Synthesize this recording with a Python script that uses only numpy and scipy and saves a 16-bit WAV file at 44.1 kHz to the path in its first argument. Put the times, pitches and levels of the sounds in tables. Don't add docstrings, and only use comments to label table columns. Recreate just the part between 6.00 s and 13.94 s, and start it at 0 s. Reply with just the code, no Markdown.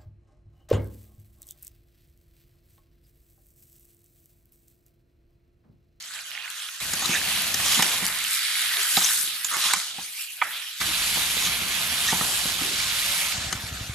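import sys
import numpy as np
from scipy import signal
from scipy.fft import rfft, irfft
from scipy.io import wavfile

SR = 44100
rng = np.random.default_rng(int(sys.argv[2]) if len(sys.argv) > 2 else 0)


def wav_record(signal):
    frames = np.transpose(np.atleast_2d(signal))
    bounded = np.clip(frames, -1, 1)
    quanta = np.round(bounded * 32767).astype(np.int16)
    wavfile.write(sys.argv[1], SR, quanta)


N = 350154


def amp(db):
    return 10 ** (np.asarray(db) / 20)


def rms_one(x):
    return x / np.sqrt(np.mean(x ** 2) + 1e-20)


def in_time(tables):
    s, *columns = np.transpose(np.vstack(tables))
    return [np.interp(np.arange(N) / SR, s, column) for column in columns]


def at_hz(points, hz):
    points = np.array(points, float)
    return np.interp(np.log(hz), np.log(np.maximum(points[:, 0], 1)), points[:, 1])


POSITION_STARTS = [0, .803, 4.804, 7.34]


def at_position(values):
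    position = np.searchsorted(POSITION_STARTS, np.arange(N) / SR, side="right") - 1
    return np.asarray(values)[position]


def drift(rate_hz):
    r = np.exp(-2 * np.pi * rate_hz * 40 / SR)
    noise = rng.standard_normal(N // 40 + 2002)
    slow = signal.lfilter([1], [1, -2 * r, r * r], noise)[2000:]
    return np.interp(np.arange(N) / 40, np.arange(len(slow)), rms_one(slow))


def band_pass(x, low_hz, high_hz, order):
    return signal.sosfilt(signal.butter(order, [low_hz, high_hz], "band", fs=SR, output="sos"), x)


def ring(force, hz, t60):
    r, w = amp(-60 / (t60 * SR)), 2 * np.pi * hz / SR
    return signal.lfilter([0, np.sin(w)], [1, -2 * r * np.cos(w), r * r], force + 1e-18)


def sides(db):
    return amp(np.multiply.outer([.5, -.5], db))


def favour(hz, centre_hz, octaves):
    return np.exp(-.5 * (np.log2(hz / centre_hz) / octaves) ** 2)


def bursts(per_s, uneven_db):
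    sizes = amp(uneven_db * np.minimum(rng.exponential(1, N), 5)) * rng.choice([-1, 1], N)
    return rms_one(sizes * (rng.random(N) < per_s / SR))


SETTLE_S, STIR_FOLLOWS = 0.12, 0.54
HARD_KNOCK_DB, HARD_THUD_DB = -19.5, -17.5


def stirred(knock_db, hard_db):
    kicks = np.zeros(N)
    kicks[[round(row[0] * SR) for row in KNOCKS]] = amp(STIR_FOLLOWS * (knock_db - hard_db))
    settling = signal.lfilter([1], [1, -np.exp(-1 / (SETTLE_S * SR))], kicks + 1e-18)
    return np.minimum(settling, 1)


# pitch in Hz, left-right likeness from 0 to 1, phase in radians by which the left leads.
PORTS = [
    [(400, 0.85, 0), (1000, .91, 0.14), (2000, 0.84, 0), (2800, 0.49, 1.1), (4100, 0.37, 0.68),
     (5500, 0.39, 1), (7000, 0.27, 0.3), (8700, 0.52, 0.1), (10000, 0.1, -2.4), (11500, 0.23, -2),
     (14000, 0.4, -4)],
    [(400, 0.87, 0.5), (1000, 0.91, 0.1), (2000, 0.88, -1.4), (2800, 0.46, 0.2), (4100, 0.43, -0.7),
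     (5500, 0.58, 0.8), (7000, 0.5, 0.5), (8600, 0.46, -1.3), (10000, 0.17, 0.2), (11500, 0.24, -0.5),
     (14000, .16, -2.1)],
]
FAR = [0, 0, 1, 1]


def port_lead(left):
    hz = np.fft.rfftfreq(N, 1 / SR) + 1
    leads = [at_hz(np.array(rows)[:, ::2], hz) for rows in PORTS]
    near, far = [irfft(rfft(left) * np.exp(1j * lead), N) for lead in leads]
    return np.where(at_position(FAR), far, near)


# time in seconds, sizzle in dB before the final gain,
# lower bubbles above it in dB, treble above it in dB.
FRYING = [
    [(0.0, -39.5, -4, 1), (.09, -47.5, 4, 8), (.18, -42.5, 4, 3.5), (.26, -47.5, 2.5, 7),
     (.4, -38, -3.5, -9.5), (.48, -46, 6, 1.5), (.56, -45.5, 2, 5), (.64, -39, 0.5, 3), (0.8, -42, -2.5, 4)],
    [(0.803, -35.5, 1, 5), (1.0, -34.5, -1.5, 4.5), (1.2, -31.5, -5.5, 1.5), (1.38, -28.5, -3.5, 0),
     (1.55, -31.5, -2, 2.5), (1.75, -23, -8.5, 0), (1.86, -30, -3, 3.5), (1.95, -26.5, -9, -1.5),
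     (2.08, -34, 2, 5.5), (2.23, -29.5, -5, -4), (2.33, -30, -3, 2.5), (2.48, -26.5, -5.5, -4.5),
     (2.63, -27, -5, -3), (2.78, -28, 0, -2.5), (2.95, -30.5, -2, 5.5), (3.08, -31, -2, 7),
     (3.16, -34, -1.5, 8), (3.23, -36, -2, 9.5), (3.3, -29, -11, -6), (3.42, -35, 0, -1.5),
     (3.5, -34.5, -0.5, 1), (3.68, -25, -8, 1.5), (3.8, -33.5, -2.5, 6.5), (3.88, -34, -8, 2),
     (3.95, -34.5, -15, -5), (4.05, -39.5, -10.5, 0.5), (4.13, -45.5, -6.5, 5), (4.23, -39, -9.5, 1),
     (4.32, -44, -12, 2), (4.41, -41, -6, -4.5), (4.44, -42, 10, 2), (4.49, -41.5, 4.5, 0),
     (4.58, -34.5, -6.5, -6), (4.72, -37, -12, -7), (4.8, -37, -8, 1)],
    [(4.804, -28.5, -4, 0), (5.12, -28, -6, 0.5), (5.43, -28.5, -6, -0.5), (5.6, -30.5, -3.5, -1.5),
     (6.05, -29.5, -4, 2), (6.3, -30, -4, 4), (6.53, -31, -4.5, 2.5), (6.85, -28, -4.5, 2),
     (7.15, -29.5, -2.5, 3.5), (7.32, -30, -3.5, 1)],
    [(7.34, -30.5, -1, 4), (7.58, -39.5, -0.5, 2), (7.94, -40.5, 2, 2.5)],
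]
# time in seconds, extra gurgle in dB,
# extra level near BODY_HZ in dB, extra level near HOLLOW_HZ in dB, extra mist in dB.
COLOUR = [
    [(0.0, 2, -4, -.5, -8), (.4, 4, -3.5, 6, -1), (.8, 2, -6, 1, -5.5)],
    [(.803, 0, 0, 0, -2.5), (1.3, 0.5, 0.5, 3, 2.5), (1.7, -3.5, -1.5, -0.5, -0.5), (2.1, -0.5, 2, -2, 0.5),
     (2.45, -5.5, 1, -7, 2), (2.8, 0, -3, -0.5, 4), (3.1, -1.5, -1.5, 1, 1.5), (3.45, -7, -6, -3.5, 5.5),
     (3.65, -0.5, -1.5, 0, -4), (3.85, 0, -5.5, -7, -7.5), (4.1, 3, 4.5, 3, 3), (4.45, 4.5, -2, 2, 5.5),
     (4.8, -1, 0, -4, 0)],
    [(4.804, -2, 0, -2, -0.5), (5.3, -1, 2, -1.5, 1.5), (5.8, -0.5, 1.5, -1, 0.5), (6.3, 1.5, -2, 0.5, 0),
     (6.8, -3, 1.5, -1.5, -3.5), (7.32, 2, 3, 0, 0)],
    [(7.34, -3, -0.5, -5, -12), (7.6, -1, -0.5, 1.5, -5), (7.94, -2.5, -1, 1, -5)],
]
BUBBLE_HZ = [1000, 1350, 1800, 3100, 6600, 11500]
BUBBLE_KIND = [0, 1, 1, 2, 3, 4]
USUAL_DB = [0.5, 2, 1.5, -0.5, 3]
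# pitch in Hz, relative density in dB.
SIZZLE = [(300, -40), (450, -26), (620, -16), (820, -11.5), (1050, -10), (1250, -7), (1550, -5.5),
          (2000, -4.5), (2600, -4), (3100, -4), (3600, -4.5), (4200, -3.5), (4800, -9), (5700, -8),
          (7000, -9.5), (9000, -11.5), (11600, -9.5), (13000, -16), (15600, -24.5)]
# pitch in Hz, extra left-right difference in dB.
LEAN = [(400, -0.5), (1000, 3), (2000, -3.5), (4000, -1.5), (8000, 4), (14000, 1)]
LEAN_DB = [-2, -1.5, -2.15, -0.5]
BODY_HZ, HOLLOW_HZ = 2240, 2800
GURGLE_FOLLOWS, FULL_BASS_DB = 0.35, -45
STIRRED_DB, STIRRED_SIMMER_DB = 7, 2
FULL_SIZZLE_DB, PATCHIER_PER_DB = -32, 0.1265


def bubble_shares():
    sizzle_db, simmer_db, treble_db = in_time(FRYING)
    more_gurgle_db, _, _, more_mist_db = in_time(COLOUR)
    moving = stirred(np.transpose(KNOCKS)[1], HARD_KNOCK_DB)
    gurgle_db = GURGLE_FOLLOWS * (in_time(BASS)[0] - FULL_BASS_DB) + STIRRED_DB * moving
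    gurgle_db = gurgle_db + 0.5 * simmer_db + more_gurgle_db
    simmer_db = simmer_db + STIRRED_SIMMER_DB * moving
    kinds = [gurgle_db, simmer_db, 0 * sizzle_db, treble_db, treble_db + more_mist_db]
    return np.array(kinds) + np.c_[USUAL_DB]


def frying(fine_per_s, uneven_db, spatter_db, patchy_db, gain_db):
    sizzle_db = in_time(FRYING)[0]
    _, body_db, hollow_db, _ = in_time(COLOUR)
    shares = bubble_shares()
    swarms = [bursts(fine_per_s, uneven_db) for swarm in range(3)]
    spatter = amp(spatter_db) * bursts(900, 4.0)
    place = rng.standard_normal(N)
    far = at_position(FAR)
    seething = drift(7.3)
    patchy = patchy_db * (1 + PATCHIER_PER_DB * np.maximum(FULL_SIZZLE_DB - sizzle_db, 0))
    out = np.zeros((2, N))
    edges = np.geomspace(420, 16500, num=22)
    for k, (low, high) in enumerate(zip(edges, edges[1:])):
        hz = np.sqrt(low * high)
        clicks = swarms[k % 3] + spatter
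        mid, side = band_pass([clicks, clicks * place], low, high, 3)
        alike = np.clip([at_hz(rows, hz) for rows in PORTS], 0, 1)[far]
        nearness = [at_hz(list(zip(BUBBLE_HZ, own)), hz) for own in np.eye(5)[:, BUBBLE_KIND]]
        db = at_hz(SIZZLE, hz) + nearness @ shares
        db = db + favour(hz, HOLLOW_HZ, 0.12) * hollow_db + favour(hz, BODY_HZ, 0.17) * body_db
        db = db + patchy * (0.5 * seething + drift(15.0)) + 0.47 * drift(1.43)
        pair = np.sqrt(1 + alike) * mid + np.sqrt(1 - alike) * side * [[1], [-1]]
        out += amp(db) * sides(at_hz(LEAN, hz))[:, None] * pair
    return amp(sizzle_db + gain_db) * sides(at_position(LEAN_DB)) * [port_lead(out[0]), out[1]]


# pitch in Hz, relative density in dB.
RUMBLE_COLOUR = [(13, -47), (22, 7), (48, 3.5), (75, 5.5), (129, -1), (183, 3.5), (280, -6.5), (413, -16.5),
                 (600, -7.5), (780, -4.5), (1320, -120)]
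# time in seconds, relative level in dB, deepest rumble above its usual share in dB.
BASS = [
    [(0.0, -65, -3), (0.4, -69.5, -2), (0.6, -74, -3), (0.8, -77, 0)],
    [(0.803, -47.5, 2), (1.0, -43.5, -4), (1.4, -43.5, -7), (1.8, -44, -16), (2.05, -47, -5),
     (2.4, -68, -5), (2.65, -61, -6), (2.85, -66, -8), (3.0, -53, -1), (3.4, -70, -4), (3.6, -59, -8),
     (3.85, -69, -9), (4.0, -54, -9), (4.2, -85, -5), (4.5, -67, -6), (4.8, -93, 0)],
    [(4.804, -44.5, 0), (5.0, -46, 7), (5.2, -46, 3), (5.6, -44.5, -2), (6.16, -43, -1), (6.35, -45.5, 1),
     (6.65, -44, 2), (7.32, -49, 4)],
    [(7.34, -42.5, 2), (7.94, -47.5, 4)],
]
DEEP_HZ = 72


def rumble(lumpy_db):
    hz = np.fft.rfftfreq(N, 1 / SR)
    colour = amp(at_hz(RUMBLE_COLOUR, hz + 1))
    mid, side = irfft(rfft(rng.standard_normal((2, N))) * colour, N)
    rising_side = signal.lfilter([1, -1], 1, rms_one(side))
    low = rms_one(mid) + amp(12.0) * rising_side * [[1], [-1]]
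    bass_db, deep_db = in_time(BASS)
    deep = signal.sosfiltfilt(signal.butter(2, DEEP_HZ, fs=SR, output="sos"), low)
    return amp(bass_db + lumpy_db * drift(3.7)) * (low - deep + amp(deep_db) * deep)


# level at each position, in dB.
TUMBLING_DB = [-68, -57, -56.5, -60]
TUMBLING_FOLLOWS, ROLLING_DB = 0.79, 13


def tumbling():
    bumps = bursts(2000, 2.9) * (1 + 0.6 * rng.standard_normal((2, N)))
    dull = band_pass(bumps, 220, 480, 3)
    db = at_position(TUMBLING_DB) + TUMBLING_FOLLOWS * (in_time(BASS)[0] - FULL_BASS_DB)
    db = db + ROLLING_DB * stirred(np.transpose(KNOCKS)[4], HARD_THUD_DB)
    return amp(db) * rms_one(dull)


# time in seconds, peak in dB before the band filter, pitch in Hz,
# left-right difference in dB.
POPS = [(.0255, -21.5, 6800, 0), (.04, -30, 4000, 0), (.087, -29, 3660, -2), (.108, -32, 1490, -2),
        (.1675, -28, 2600, -3), (.19, -27, 2300, -5), (.208, -25, 5300, 0), (.3165, -23.5, 2900, -7),
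        (.3516, -23, 2820, -4.5), (.3765, -21, 2110, -7), (.424, -25, 4070, -4), (.4582, -28, 1700, -2),
        (.478, -24, 2050, -6), (.503, -17, 9550, 13), (.507, -27, 3300, 0), (.58, -27, 4020, 0),
        (.596, -23, 7300, 3), (.602, -24, 3950, -1), (.6217, -25, 3500, -1), (.6655, -27, 3630, -2),
        (.6872, -23, 3500, -1), (.69, -27, 2600, -2), (.6905, -32.5, 1400, -2), (1.195, -19, 4350, -1),
        (1.215, -19, 1760, -2), (1.362, -18, 3100, -4), (1.4209, -4, 11500, 2), (1.858, -13, 4250, -2),
        (1.8888, -22, 3300, -3), (1.897, -15, 9500, 1), (1.9178, -16, 3700, 0), (1.983, -15, 7500, -1),
        (2.003, -23, 3900, -1), (2.0503, -9, 11500, -2), (2.055, -8, 8000, 0), (2.0656, -11, 6040, -1),
        (2.0658, -3, 11800, -1), (2.088, -23, 3000, -1), (2.1255, -20, 3800, -3), (2.1487, -21, 4030, -1),
        (2.1878, -12, 8500, -6), (2.206, -17, 8000, -1), (2.224, -18, 12000, -2), (2.2411, -11, 8000, -4),
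        (2.249, -16, 3000, -2), (2.265, -23, 11000, -2), (2.284, -14, 8000, -1), (2.31, -8, 9130, -4),
        (2.32, -17, 11000, -2), (2.3315, -10, 9000, -1), (2.3492, -6, 10770, -5), (2.4505, -15, 4180, -3),
        (2.5545, -20, 2200, -3), (2.6, -19, 2820, -2), (2.77, -10, 3730, -2), (2.8316, -10.5, 7800, 1),
        (3.1277, -14, 8400, -1), (3.1346, -5, 10000, -1), (3.1395, -14, 10000, 2), (3.1465, -15, 9000, 0),
        (3.16, -14, 6500, 0), (3.1732, -13, 10000, 0), (3.1755, -10, 10500, 0), (3.178, -18, 6000, -1),
        (3.1888, -9, 8500, -1), (3.2127, -7, 8000, -1), (3.228, -16, 10500, 0), (3.2325, -10, 10000, 0),
        (3.262, -17, 9000, 0), (3.276, -16, 3480, -4), (3.281, -19, 10500, 0), (3.293, -24, 3800, 0),
        (3.33, -25, 3650, -3), (3.569, -7, 10000, 0), (3.59, -15, 11500, 0), (3.598, -7, 11500, 0),
        (3.671, -17, 3500, 0), (3.772, -20, 11000, 0), (3.8007, -19, 3700, -2), (4.012, -35, 1600, -2),
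        (4.196, -30, 2600, -2), (4.21, -25, 2700, -2), (4.233, -32, 2850, -2), (4.282, -36, 2900, -2),
        (4.315, -31, 2800, -2), (4.598, -27, 2680, -3), (4.618, -25, 3340, 0)]
SMALL_POPS_PER_S = [25, 8, 3, 6]
SMALL_POP_DB = 1
POP_CYCLES, SMALL_POP_CYCLES = 5, 6.2
POP_HZ, POP_SHORTENING = 3500, .85


def pops():
    when, keep, size, pitch, place = rng.random((240, 5)).T
    at = (when * N).astype(int)
    small_db = in_time(FRYING)[0][at] + SMALL_POP_DB - 10 * size
    small = np.c_[at / SR, small_db, 1300 * 7.5 ** pitch, 8 * place - 6]
    small = small[keep < at_position(SMALL_POPS_PER_S)[at] * N / SR / len(at)]
    out, t = np.zeros((2, N + 600)), np.arange(600) / SR
    for rows, most in (POPS, POP_CYCLES), (small, SMALL_POP_CYCLES):
        for s, db, hz, lean_db in rows:
            cycles = most * min(POP_HZ / hz, 1) ** POP_SHORTENING
            swell = np.exp(-t * hz * 2 / cycles) * np.tanh(t * hz * 9 / cycles)
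            wave = np.sin(2 * np.pi * hz * t) * swell
            out[:, round(s * SR):][:, :600] += amp(db) * sides(lean_db)[:, None] * wave / np.abs(wave).max()
    return band_pass(out[:, :N], 900, 14000, 3)


def contact_force(contact, shake):
    t = np.arange(len(shake)) / SR
    fading = np.exp(-(t / max(contact, .0005)) ** 3)
    return 0.29 * (t == 0) + shake * fading / np.sqrt(np.sum(fading ** 2))


# hardest moment in seconds, build-up in seconds, easing in seconds,
# drive in dB, favoured pitch at start in Hz, at end in Hz, bowl rasp in dB, blade rasp in dB.
SCRAPES = [(1.055, 0.019, 0.033, -33, 3520, 5000, -43, -31),
           (1.145, 0.067, 0.059, -28.5, 3000, 2550, -38, -30.5),
           (1.735, 0.098, .05, -29, 3400, 3400, -34.5, -27.5),
           (3.035, 0.069, 0.083, -28.5, 3500, 3600, -38.5, -28.5),
           (3.53, 0.025, 0.089, -44, 2200, 2200, -33.5, -34),
           (3.635, 0.025, 0.147, -35, 4100, 3500, -32.5, -31),
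           (5.45, 0.07, 0.044, -30, 3290, 3400, -37, -32),
           (6.088, 0.032, 0.046, -31, 3800, 3500, -35, -27.5)]
PRESS_RISE_DB, PRESS_FALL_DB = 0.5, 1


def stroke_force(hz, grit):
    force = np.zeros(N)
    for hardest, build, easing, db, from_hz, to_hz, bowl_db, blade_db in SCRAPES:
        start, end = hardest - build, hardest + easing
        at = np.arange(round(start * SR), round(end * SR))
        pressure = amp(np.interp(at / SR, [start, hardest, end], [-PRESS_RISE_DB, 0, -PRESS_FALL_DB]))
        reach = amp(db) * favour(hz, np.geomspace(from_hz, to_hz, len(at)), 0.2)
        reach += amp(bowl_db) * favour(hz, 1520, 0.24) + amp(blade_db) * favour(hz, 6000, 0.22)
        force[at] += pressure * reach * grit[at] * signal.windows.tukey(len(at), .3)
    return force


# pitch in Hz, relative level in dB, 60 dB decay time in seconds.
PAN = [(187, -4, 0.13), (235, 7.5, 0.027), (340, -3.5, 0.063), (500, -5, 0.04), (616, -12, 0.0071),
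       (775, -1, 0.043), (887, -17, 0.068), (1044, -9, 0.045), (1255, 4.5, 0.014), (1289, -7.5, 0.052),
       (1490, -3, 0.039), (1710, -23, 0.015), (1865, 4, 0.022), (2030, 2.5, 0.028), (2320, -6, 0.055),
       (2700, -1, 0.012), (3010, -6, 0.028), (3300, -2, 0.021), (3600, -1.5, 0.028), (3950, 1.5, 0.014),
       (5050, -8, 0.029), (5380, 0, 0.024), (5900, -4.5, 0.017), (6330, -3.5, 0.038), (6900, -4.5, 0.021),
       (7120, -3.5, 0.031), (8160, 1.5, 0.016), (8930, -4, 0.019), (10000, -15, .012), (10400, -5, 0.012),
       (11800, 4, 0.0077)]
# time in seconds, drive of bowl in dB, of wall in dB, of blade in dB, of thud in dB,
# favoured pitch in Hz, contact time in seconds, left-right difference in dB.
KNOCKS = [(0.933, -30, -31, -24, -34, 7170, 0.0064, 4), (1.021, -25.5, -40, -32, -41, 6370, 0.0089, -1),
          (1.056, -52, -33, -25, -41, 3980, 0.0054, 13), (1.092, -48, -40, -36, -24.5, 700, .004, 0),
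          (1.542, -29, -26, -20.5, -37, 6330, 0.0032, 3), (1.597, -29, -34, -40, -52, 1160, .006, -2),
          (1.773, -34, -40, -40, -40.5, 235, .005, -2), (1.791, -18, -28, -24, -24.5, 1060, 0.009, -2),
          (1.8233, -16.5, -13, -15.5, -36, 3010, 0.0026, -3.5), (2.023, -35, -30, -40, -34, 190, 0.0058, 0),
          (2.968, -47, -22, -17.5, -48, 3950, 0.00071, -8),
          (2.972, -24.5, -26.5, -18, -26.5, 775, 0.011, -1.5), (3.014, -39, -40, -40, -43, 1255, .004, 0),
          (3.2, -53, -55, -50, -55, 500, .003, 0), (3.236, -54, -55, -50, -51, 500, .003, 0),
          (3.269, -54, -55, -50, -55, 340, 0.0031, 0), (3.331, -56, -50, -50, -57, 500, 0.0035, 0),
          (3.446, -34, -52, -26, -73, 6900, 0.0022, -5), (3.51, -55, -45, -45, -62, 235, 0.0034, 0),
          (3.561, -46, -40, -45, -46, 340, 0.0057, 2), (3.586, -41, -45, -45, -50, 700, .005, 0),
          (3.656, -32, -38, -41, -44, 3600, 0.005, 3), (3.7344, -17.5, -21, -18, -44, 2360, 0.0028, -4),
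          (3.758, -45, -45, -45, -49, 194, .004, 1), (3.983, -33, -54, -53, -38, 900, 0.0096, -2),
          (4.177, -59, -35, -55, -71, 2320, .004, -4), (4.4158, -14.5, -19, -43, -55, 2050, 0.012, -4.5),
          (4.812, -35.5, -26, -26, -37, 1250, 0.0087, -2), (5.156, -32, -36, -38, -42, 1100, 0.0015, 0),
          (5.17, -40, -38, -36, -32, 620, 0.0043, 14), (5.365, -42, -45, -45, -37, 500, .004, 0),
          (5.463, -45, -45, -45, -36.5, 190, .004, 0), (5.616, -58, -35, -36, -33.5, 500, .005, -1),
          (5.92, -47, -45, -45, -45, 235, .004, 0), (6.125, -19, -39, -36, -24, 854, 0.0043, 1),
          (6.209, -25, -30, -36, -27, 1140, 0.0032, -3), (6.454, -40, -39, -34, -29.5, 500, 0.0043, 0),
          (6.610, -32.5, -47, -42, -32, 285, 0.0051, -3), (7.5263, -30, -20.5, -23.5, -33, 3010, 0.0016, 4)]
PART_HZ = [400, 1000, 2400, 3500]
# low edge in Hz, high edge in Hz.
CLACK_BANDS = [(680, 2300), (1500, 3040), (2900, 8000)]
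RASP_HZ = [1230, 2050, 2600, 3700, 6560]
RASP_DB = 5.5
NOTE_DB = 1.5


def clacks(touches, clack_db):
    out = np.zeros((2, N + 1500))
    for (s, *part_db, thud_db, centre_hz, contact, lean_db), touch in zip(KNOCKS, touches):
        note_db = at_hz(list(zip(PART_HZ[1:], part_db)), centre_hz) + NOTE_DB
        note_band = (0.834 * centre_hz, 1.163 * centre_hz)
        for db, (low, high) in [*zip(part_db, CLACK_BANDS), (note_db, note_band)]:
            clack = band_pass(touch, low, high, 4)
            clack = amp(db + clack_db) * clack / np.abs(clack).max()
            out[:, round(s * SR):][:, :1500] += sides(lean_db)[:, None] * clack
    return out[:, :N]


def spatula(grit_per_s, clack_db):
    shakes = rng.standard_normal((len(KNOCKS), 1500))
    touches = [contact_force(row[6], shake) for row, shake in zip(KNOCKS, shakes)]
    grit = bursts(grit_per_s, 3.0)
    out = clacks(touches, clack_db)
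    for hz in RASP_HZ:
        rasp = band_pass(stroke_force(hz, grit) + 1e-18, .8 * hz, 1.25 * hz, 2)
        out += amp(RASP_DB + 3.0 * drift(50)) * rasp
    for hz, mode_db, t60 in PAN:
        rubbing = stroke_force(hz, grit) * amp(1.57 * drift(28.0)) / np.sqrt(t60 * SR / 9)
        force = np.pad(rubbing * sides(-2.1)[:, None], [(0, 0), (0, 1500)])
        for (s, bowl_db, wall_db, blade_db, thud_db, centre_hz, _, lean_db), touch in zip(KNOCKS, touches):
            db = at_hz(list(zip(PART_HZ, [thud_db, bowl_db, wall_db, blade_db])), hz)
            db = db + 7.1 * favour(hz, centre_hz, 0.078)
            if hz < 800:
                force[:, round(s * SR)] += amp(db)
            else:
                force[:, round(s * SR):][:, :1500] += amp(db) * touch * sides(lean_db)[:, None]
        rung = amp(mode_db) * ring(force[:, :N], hz, t60)
        out += band_pass(rung, .6 * hz, 1.5 * hz, 2)
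    return out


# start in seconds, end in seconds, pitch at start in Hz, at end in Hz, width in Hz, level in dB,
# left-right difference in dB.
GLIDES = [(1.018, 1.044, 6450, 6500, 200, -33, 0), (1.025, 1.069, 3400, 4100, 300, -38, 0),
          (1.03, 1.074, 1160, 1300, 150, -36, 0), (1.1, 1.162, 6560, 6230, 300, -34, 9),
          (1.108, 1.152, 2324, 2620, 300, -34, -13), (1.127, 1.183, 1597, 1957, 300, -29.5, -7),
          (1.152, 1.175, 3600, 3860, 300, -29, -4), (1.752, 1.808, 7000, 7000, 250, -31, 2),
          (1.748, 1.767, 3300, 3510, 350, -31, -2), (1.802, 1.82, 1980, 2150, 200, -30, -7),
          (3.017, 3.034, 3720, 3900, 700, -29, 0), (3.082, 3.127, 1710, 1654, 350, -32.5, -3),
          (3.038, 3.056, 5880, 6330, 900, -21.5, 6), (3.445, 3.452, 6750, 6900, 900, -24, -10),
          (3.452, 3.475, 6900, 7200, 700, -32, -4), (3.51, 3.575, 6500, 6800, 500, -36, -4),
          (3.503, 3.578, 1351, 1160, 347, -31.5, -4), (3.535, 3.576, 2195, 2000, 250, -37, -13),
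          (3.608, 3.651, 3900, 4050, 250, -29, -2), (3.61, 3.637, 5850, 5950, 200, -33, -2),
          (3.679, 3.737, 1268, 1540, 400, -32.5, 1), (4.17, 4.359, 2500, 2900, 600, -48.5, -13),
          (4.429, 4.506, 1306, 2190, 1570, -43, -2.5), (4.51, 4.6, 3300, 3900, 700, -37, 1),
          (5.365, 5.398, 3400, 3950, 350, -34, -4), (5.428, 5.476, 7200, 6230, 350, -33, -2),
          (6.074, 6.11, 1797, 1865, 200, -28, -6), (6.066, 6.106, 4050, 3450, 350, -32, -5),
          (6.615, 6.761, 383, 333, 220, -45, 0)]


def squeaks_and_groan(judder_db):
    out, judder = np.zeros((2, N)), amp(judder_db * drift(60))
    for start, end, from_hz, to_hz, width_hz, db, lean_db in GLIDES:
        at = np.arange(round(start * SR), round(end * SR))
        noise = rng.standard_normal((2, 12000))
        narrow = signal.butter(2, width_hz / 2, fs=SR, output="sos")
        wobble = signal.sosfilt(narrow, noise)[:, -len(at):]
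        turn = 2 * np.pi * np.cumsum(np.geomspace(from_hz, to_hz, len(at))) / SR
        note = rms_one(judder[at] * (wobble[0] * np.cos(turn) + wobble[1] * np.sin(turn)))
        out[:, at] += amp(db) * sides(lean_db)[:, None] * note * signal.windows.tukey(len(at), .4)
    return out


# start in seconds, length in seconds, pitch in Hz, peak level in dB.
HUMS = [(2.759, .075, 396, -48), (2.75, 0.063, 688, -47), (4.863, .07, 315, -44), (6.945, .05, 575, -49),
        (7.03, .155, 575, -47), (7.195, .085, 572, -48)]


def hums():
    out = np.zeros(N)
    for s, length, hz, db in HUMS:
        t = np.arange(round(length * SR)) / SR
        swell = signal.windows.tukey(len(t), .6)
        out[round(s * SR):][:len(t)] += amp(db) * np.sin(2 * np.pi * hz * t) * swell
    return out


# pitch in Hz, level at the last firing in dB,
# 60 dB decay time in seconds.
EXHAUST = [(69, -34, 0.3), (108.5, -23, 0.071), (166, -42, .03)]
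ENGINE_START_S, ENGINE_PERIOD_S = 7.379, .0861


def engine():
    firings = np.arange(ENGINE_START_S, N / SR, ENGINE_PERIOD_S)
    force = np.zeros(N)
    force[(firings * SR).astype(int)] = amp(9.8 * (firings - firings[-1]))
    return sum(amp(db) * ring(force, hz, t60) for hz, db, t60 in EXHAUST)


def scene():
    oil = frying(fine_per_s=9000, uneven_db=3.0, spatter_db=-13.0, patchy_db=1.14, gain_db=9.5) + pops()
    pan = spatula(grit_per_s=1600, clack_db=-1.5) + squeaks_and_groan(judder_db=2.0) + tumbling()
    return oil + pan + rumble(lumpy_db=1.5) + hums() + engine()


def record(dry):
    heard = signal.sosfilt(signal.butter(2, 55, "high", fs=SR, output="sos"), dry)
    top_cut = signal.cheby2(14, 70, 15850, fs=SR, output="sos")
    return signal.sosfilt(top_cut, np.clip(heard, -1, 1))


dry = scene()
out = record(dry)
wav_record(out)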